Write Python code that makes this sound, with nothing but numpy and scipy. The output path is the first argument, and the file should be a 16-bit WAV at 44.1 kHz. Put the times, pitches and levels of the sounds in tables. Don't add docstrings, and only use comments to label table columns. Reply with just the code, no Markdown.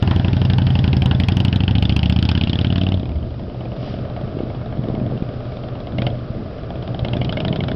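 import sys
import numpy as np
from scipy import signal
from scipy.fft import rfft, irfft
from scipy.io import wavfile
from scipy.ndimage import uniform_filter1d

SR = 44100
rng = np.random.default_rng(int(sys.argv[2]) if len(sys.argv) > 2 else 0)


def log_audio(samples):
    frames = np.atleast_2d(samples).T
    limited = np.clip(frames, -1, 1)
    pcm = np.round(limited * 32767).astype(np.int16)
    wavfile.write(sys.argv[1], SR, pcm)


def undo_db(level):
    steps = np.asarray(level, float) / 20
    return 10 ** steps


N = 341775
T, HZ = np.arange(N) / SR, np.fft.rfftfreq(2 * N, 1 / SR)

# (frequency [Hz], density [dB per Hz])
TOWN_SPECTRUM = [(15, -32.5), (25, -4), (120, -1.5), (274, -8.5), (432, -11), (608, -14), (916, -35),
                 (1200, -21), (1940, -35.5), (3210, -36), (5060, -43), (5800, -45.5), (7540, -92),
                 (12800, -120)]
# (frequency [Hz], width [Hz], level [dB])
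KERB_ROAR = [(736, 230, -1), (639, 70, -1.5)]
TOWN_NEAR_DB, TOWN_FAR_DB = -32, -29.5
TOWN_DUCK_DB, DUCK_S, RECOVER_S = -3, 2.8, 0.48
RELEASE_S = 3.38
GEAR_DB, LEAVES_DB = -41, -54.5
BRANCH_SHAKE = (3.87, -49, .08)  # (time [s], level [dB], width [s])

# (time [s], peak [dB], width [s])
GUSTS_AT_MIC = [(3.05, -34, 0.092), (3.5, -32.5, 0.65), (4.4, -30, 0.3), (4.92, -24.5, 0.12),
                (5.12, -25.5, 0.094), (5.65, -38.5, 0.1), (5.98, -28, 0.085), (6.41, -27, 0.065),
                (6.25, -44, 0.045), (7.0, -35.5, 0.31), (7.7, -24, 0.53)]
# (time [s], peak [dB], frequency [Hz])
LONE_BUFFETS = [(4.371, -13, 230), (4.406, -11, 300), (4.437, -13, 200), (4.794, -12, 130),
                (4.888, -12, 250), (4.943, -12, 220), (5.2243, -8.5, 150), (6.306, -15, 100),
                (7.031, -12, 80)]
OVERRUN_BOOM = (3.13, -24, .3)
BOOM_HZ, BOOM_WIDTH_HZ = 74.4, 57

# (time [s], exhaust level at open throttle [dB], throttle [0-1])
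RIDE_LEVELS = [(0, -6.5, 0.57), (1, -12, 0.88), (1.8, -13, 1), (2.4, -13.5, 0.99), (2.945, -11, 0.58),
               (2.97, -11.5, 0.23), (3.3, -21, 0), (3.8, -18.5, 0.16), (4.4, -23, 0.22), (5.0, -18.5, 0.15),
               (5.4, -29, 0.44), (5.93, -31.5, 0.62), (5.99, -23.5, 0.95), (6.075, -20.5, 0.89),
               (6.11, -18.5, 0.03), (6.4, -27.5, 0.07), (6.85, -33, 0.88), (7.15, -24, 0.96)]
# (time [s], speed [rev per min])
CRANK_SPEED = [(-0.01, 1382.9), (0.546, 1439.5), (1.054, 1307.1), (1.602, 1581.0), (2.08, 1816.5),
               (2.474, 2018.2), (2.93, 2272.9), (3.283, 1496.7), (3.472, 1100.6), (3.912, 1075.0),
               (5.287, 1059.6), (5.307, 1046.8), (5.947, 1012.9), (6.018, 1507.2), (6.482, 973.2),
               (6.943, 999.3), (7.056, 1363.3), (7.226, 1535.7)]
START_S, START_CYCLE, CYCLES = -.01, -.0072, 89
TURN_S, TURN_LENGTH_S, TURN_MOST = 2.193, 1.06, 0.99
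WET_NEAR_DB, WET_FAR_DB = -9.5, -6

# (round trip [ms], share sent back [0-1], puff corner [Hz], puff [dB], crack [dB],
# crack pitch [factor])
TWO_PIPES = [
    (11.1, 0.28, 202, 1, 5.5, 0.941),
    (8.75, 0.46, 210, 1.5, 3, 1.052),
]
REAR_LAG, REAR_LEAD_S = 315 / 720, .00185
# (frequency [Hz], width [Hz], level [dB])
BAFFLE_RINGS = [(80.7, 16, 1.5), (179.4, 25, -5), (279, 54, -4)]
# (frequency [Hz], width [Hz], from the side [dB], from behind [dB])
CHAMBER = [
    (130.2, 20, -2, -24.5),
    (120.74, 16.6, -16, 3),
]
CHAMBER_LAG_MS, CHAMBER_FRONT = (7.2, 14.72), .15
LUGGING_RPM, DRONE_DB_PER_OCTAVE = 1182, -33
DRONE_LEAST_DB, DRONE_MOST_DB, DRONE_BEHIND_DB = -14.5, -0.5, 3
DRONE_STEADY = 0.71
CLUTCH_BOOM = (0.69, -5.5, 0.27)
# (frequency [Hz], width [Hz], from the side [dB], from behind [dB])
RASP_MODES = [(630, 142, 0.5, 11.5), (758, 205, 8.5, -31), (1430, 450, -0.5, -16.5), (315.4, 112, 13.5, -5)]
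# (frequency [Hz], width [Hz], from the side [dB], from behind [dB])
CRACK_MODES = [(1492, 590, 3, -2), (2340, 120, -10.5, 4.5), (2910, 680, 17, -5.5), (3192, 410, 11.5, 3.5),
               (4250, 800, 2.5, -25.5)]
PUFF_SHUT_DB = -14
# (from the side [dB], from behind [dB], loss at closed throttle [dB])
RASP_DB, CRACK_DB = (-11, 1.5, -5), (-22.5, -14, -14)
RASP_DB_PER_OCTAVE, CRACK_DB_PER_OCTAVE = -9, 0.5
START_RASP = (0.071, -4.5, 0.44)


def curve(rows):
    s, *columns = np.transpose(rows)
    return [np.interp(T, s, column) for column in columns]


def unit(x):
    return x / np.sqrt(np.mean(x ** 2))


def shape(x, response):
    return irfft(rfft(x, 2 * N) * response)[:N]


def resonances(modes):
    return sum(undo_db(db) * 1j * HZ * w / (f * f - HZ ** 2 + 1j * HZ * w) for f, w, db in modes)


def clicks(times, sizes):
    out = np.zeros(N)
    keep = (times >= 0) & (times < N / SR)
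    np.add.at(out, (times[keep] * SR).astype(int), sizes[keep])
    return out


def walk(rate):
    k = int(SR / rate)
    held = np.repeat(rng.standard_normal(N // k + 1), k)
    return 0.47 * uniform_filter1d(uniform_filter1d(held, k), k)[:N]


def swells(rows):
    return sum(undo_db(db) * np.exp(-((T - s) / width) ** 2) for s, db, width in rows)


def turned():
    return TURN_MOST * np.clip((T - TURN_S) / TURN_LENGTH_S, 0, 1)


def town():
    hz, db = np.transpose(TOWN_SPECTRUM)
    noise = rfft(rng.standard_normal(N), 2 * N) * undo_db(np.interp(np.log(HZ + 1), np.log(hz), db))
    noise = noise * (1 + resonances(KERB_ROAR))
    out, swell = 0, walk(0.13)
    for octave in np.arange(4.5, 13, .5):
        band = np.clip(1 - 2 * np.abs(np.log2(HZ + 1) - octave), 0, 1)
        out = out + undo_db(0.23 * swell + 2.2 * walk(14)) * irfft(noise * band)[:N]
    gain_times = [RELEASE_S - DUCK_S, RELEASE_S, RELEASE_S + RECOVER_S]
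    gain_db = np.interp(T, gain_times, [TOWN_NEAR_DB, TOWN_NEAR_DB + TOWN_DUCK_DB, TOWN_FAR_DB])
    return undo_db(gain_db) * unit(out)


def rustle():
    port = resonances([(2900, 1400, 7), (4720, 180, 1.5), (1650, 1500, -3.5)])
    hiss = shape(rng.standard_normal(N), port)
    valve_gear = undo_db(GEAR_DB + curve(RIDE_LEVELS)[0]) * (1 - turned())
    level = valve_gear + undo_db(LEAVES_DB) + swells([BRANCH_SHAKE])
    return level * undo_db(3.9 * walk(9)) * unit(hiss)


def wind():
    when, side, rarity = rng.random((1200, 3)).T
    sizes = undo_db(np.minimum(-3.0 * np.log(rarity), 11))
    eddies = clicks(when * N / SR, np.sign(side - .5) * sizes)
    gust = shape(eddies, resonances([(173, 153, 0)]) / (1 + (HZ / 450) ** 2))
    boom = shape(eddies, resonances([(BOOM_HZ, BOOM_WIDTH_HZ, 0)]) ** 2)
    out = swells(GUSTS_AT_MIC) * unit(gust) + swells([OVERRUN_BOOM]) * unit(boom)
    for s, db, hz in LONE_BUFFETS:
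        u = (T - s) * hz * 2 * np.pi
        out = out - undo_db(db) * np.sqrt(np.e) * u * np.exp(-u * u / 2)
    return out


def street(x):
    t = T[:SR // 2]
    slaps = rng.standard_normal(len(t)) * undo_db(3.1 * rng.standard_normal(len(t)))
    tail = slaps * undo_db(-60 * t / 0.43) * (t > .012)
    sent = x * undo_db(WET_NEAR_DB + turned() * (WET_FAR_DB - WET_NEAR_DB))
    return signal.fftconvolve(sent, tail / np.sqrt(np.sum(tail ** 2)))[:N]


def firing_times(cycles):
    t = np.arange(round(START_S * SR), N + SR) / SR
    rpm = np.interp(t, *np.transpose(CRANK_SPEED))
    done = START_CYCLE + np.cumsum(rpm) / (2 * 60 * SR)
    return np.interp(cycles, done, t)


def exhaust():
    level_db, throttle = curve(RIDE_LEVELS)
    shut, away = 1 - throttle, turned()
    octaves = np.log2(curve(CRANK_SPEED)[0] / LUGGING_RPM)
    boom_db = DRONE_DB_PER_OCTAVE * octaves * (1 - DRONE_STEADY * away)
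    drone_db = np.clip(boom_db, DRONE_LEAST_DB, DRONE_MOST_DB) + DRONE_BEHIND_DB * away
    puff_db = level_db + PUFF_SHUT_DB * shut
    rasp_db, crack_db = (puff_db + side + away * (behind - side) + loss * shut
                         for side, behind, loss in (RASP_DB, CRACK_DB))
    rasp_db = rasp_db + RASP_DB_PER_OCTAVE * octaves
    crack_db = crack_db + CRACK_DB_PER_OCTAVE * octaves
    return puff_db, drone_db, rasp_db, crack_db, away


def burst(rise_ms, fall_ms, tail_ms, tail_db):
    ms = np.arange(SR // 10) * 1000 / SR
    fall = np.exp(-ms / fall_ms) + undo_db(tail_db) * np.exp(-ms / tail_ms)
    return (1 - np.exp(-ms / rise_ms)) ** 2 * fall


def gas(times, sizes, modes, pitch, away, scatter_db, envelope):
    flow, out = rng.standard_normal(N), 0
    chance = rng.standard_normal((len(times), len(modes))).T
    for (hz, width, side_db, behind_db), luck in zip(modes, chance):
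        gate = signal.fftconvolve(clicks(times, undo_db(scatter_db * luck)), envelope)[:N]
        ring = shape(gate * flow, resonances([(pitch * hz, 1.53 * width, 0)]) ** 2)
        out = out + undo_db(side_db + away * (behind_db - side_db)) * ring
    firing = np.clip(np.searchsorted(times, T) - 1, 0, None)
    energy = np.bincount(firing, out ** 2, len(times)) + 1e-9
    return out * (sizes / np.sqrt(energy))[firing]


def chamber_drone(fired, away):
    out = 0
    for (hz, width, side_db, behind_db), lag_ms in zip(CHAMBER, CHAMBER_LAG_MS):
        delay = np.exp(-2j * np.pi * HZ * lag_ms / 1000)
        ring = shape(fired, -1j * resonances([(hz, width, 0)]) ** 2 * delay)
        out = out + undo_db(side_db + away * (behind_db - side_db)) * unit(ring)
    return out


def engine():
    puff_db, drone_db, rasp_db, crack_db, away = exhaust()
    puff, fired, rasp, crack = 0, 0, 0, 0
    for k, (trip_ms, back, corner_hz, size_db, gas_db, pitch) in enumerate(TWO_PIPES):
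        cycles = np.arange(CYCLES) + k * REAR_LAG
        late, puff_luck, gas_luck = rng.standard_normal((len(cycles), 3)).T * [[.00012], [.45], [1.8]]
        times = firing_times(cycles) - k * REAR_LEAD_S + late
        period = np.sqrt(np.gradient(times))
        pulses = clicks(times, period * undo_db(size_db + puff_luck))

        echo = back * np.exp(-2j * np.pi * HZ * trip_ms / 1000) / (1 + (HZ / 260) ** 2)
        no_deep_bass = 1 / np.sqrt(1 + (70 / (HZ + 1)) ** 6)
        mouth = no_deep_bass * (1 + resonances(BAFFLE_RINGS)) / (1 - echo)
        blunt = shape(pulses, mouth * np.exp(-(HZ / corner_hz) ** 2))
        sharp = shape(pulses, mouth * np.exp(-(HZ / (1.51 * corner_hz)) ** 2))
        puff = puff + (1 - away) * blunt + 0.73 * away * sharp

        fired = fired + pulses * (1 if k else CHAMBER_FRONT * (1 - 0.46 * away))
        blast = period * undo_db(gas_db + gas_luck)
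        rasp = rasp + gas(times - .0028, blast, RASP_MODES, 1, away, 1.5, burst(.8, 2.0, 25, -14))
        crack = crack + gas(times - .0025, blast, CRACK_MODES, pitch, away, 4.0, burst(1.0, 1.0, 8, -24))
    drone = (undo_db(drone_db) + swells([CLUTCH_BOOM])) * chamber_drone(fired, away)
    low = undo_db(puff_db - 2.0) * (unit(puff) + drone)
    body = low + undo_db(rasp_db - 5.0) * (1 + swells([START_RASP])) * unit(rasp)
    return body, undo_db(crack_db + 4.5) * unit(crack)


def scene():
    body, crack = engine()
    answer = street(body + undo_db(-14.5) * crack)
    return (town() + rustle() + wind() + answer + body + crack)[None]


def low_pass(x):
    return signal.sosfilt(signal.butter(12, 16500, fs=SR, output="sos"), x)


def record(dry):
    headroom, top_hz = 1.486, 5600
    soft = headroom * np.tanh(dry / headroom)
    narrow = signal.sosfiltfilt(signal.butter(12, top_hz, fs=SR, output="sos"), soft)
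    mix = np.clip(narrow - .0025, -.705, .705)
    return low_pass(mix)


dry = scene()
out = record(dry)
log_audio(out)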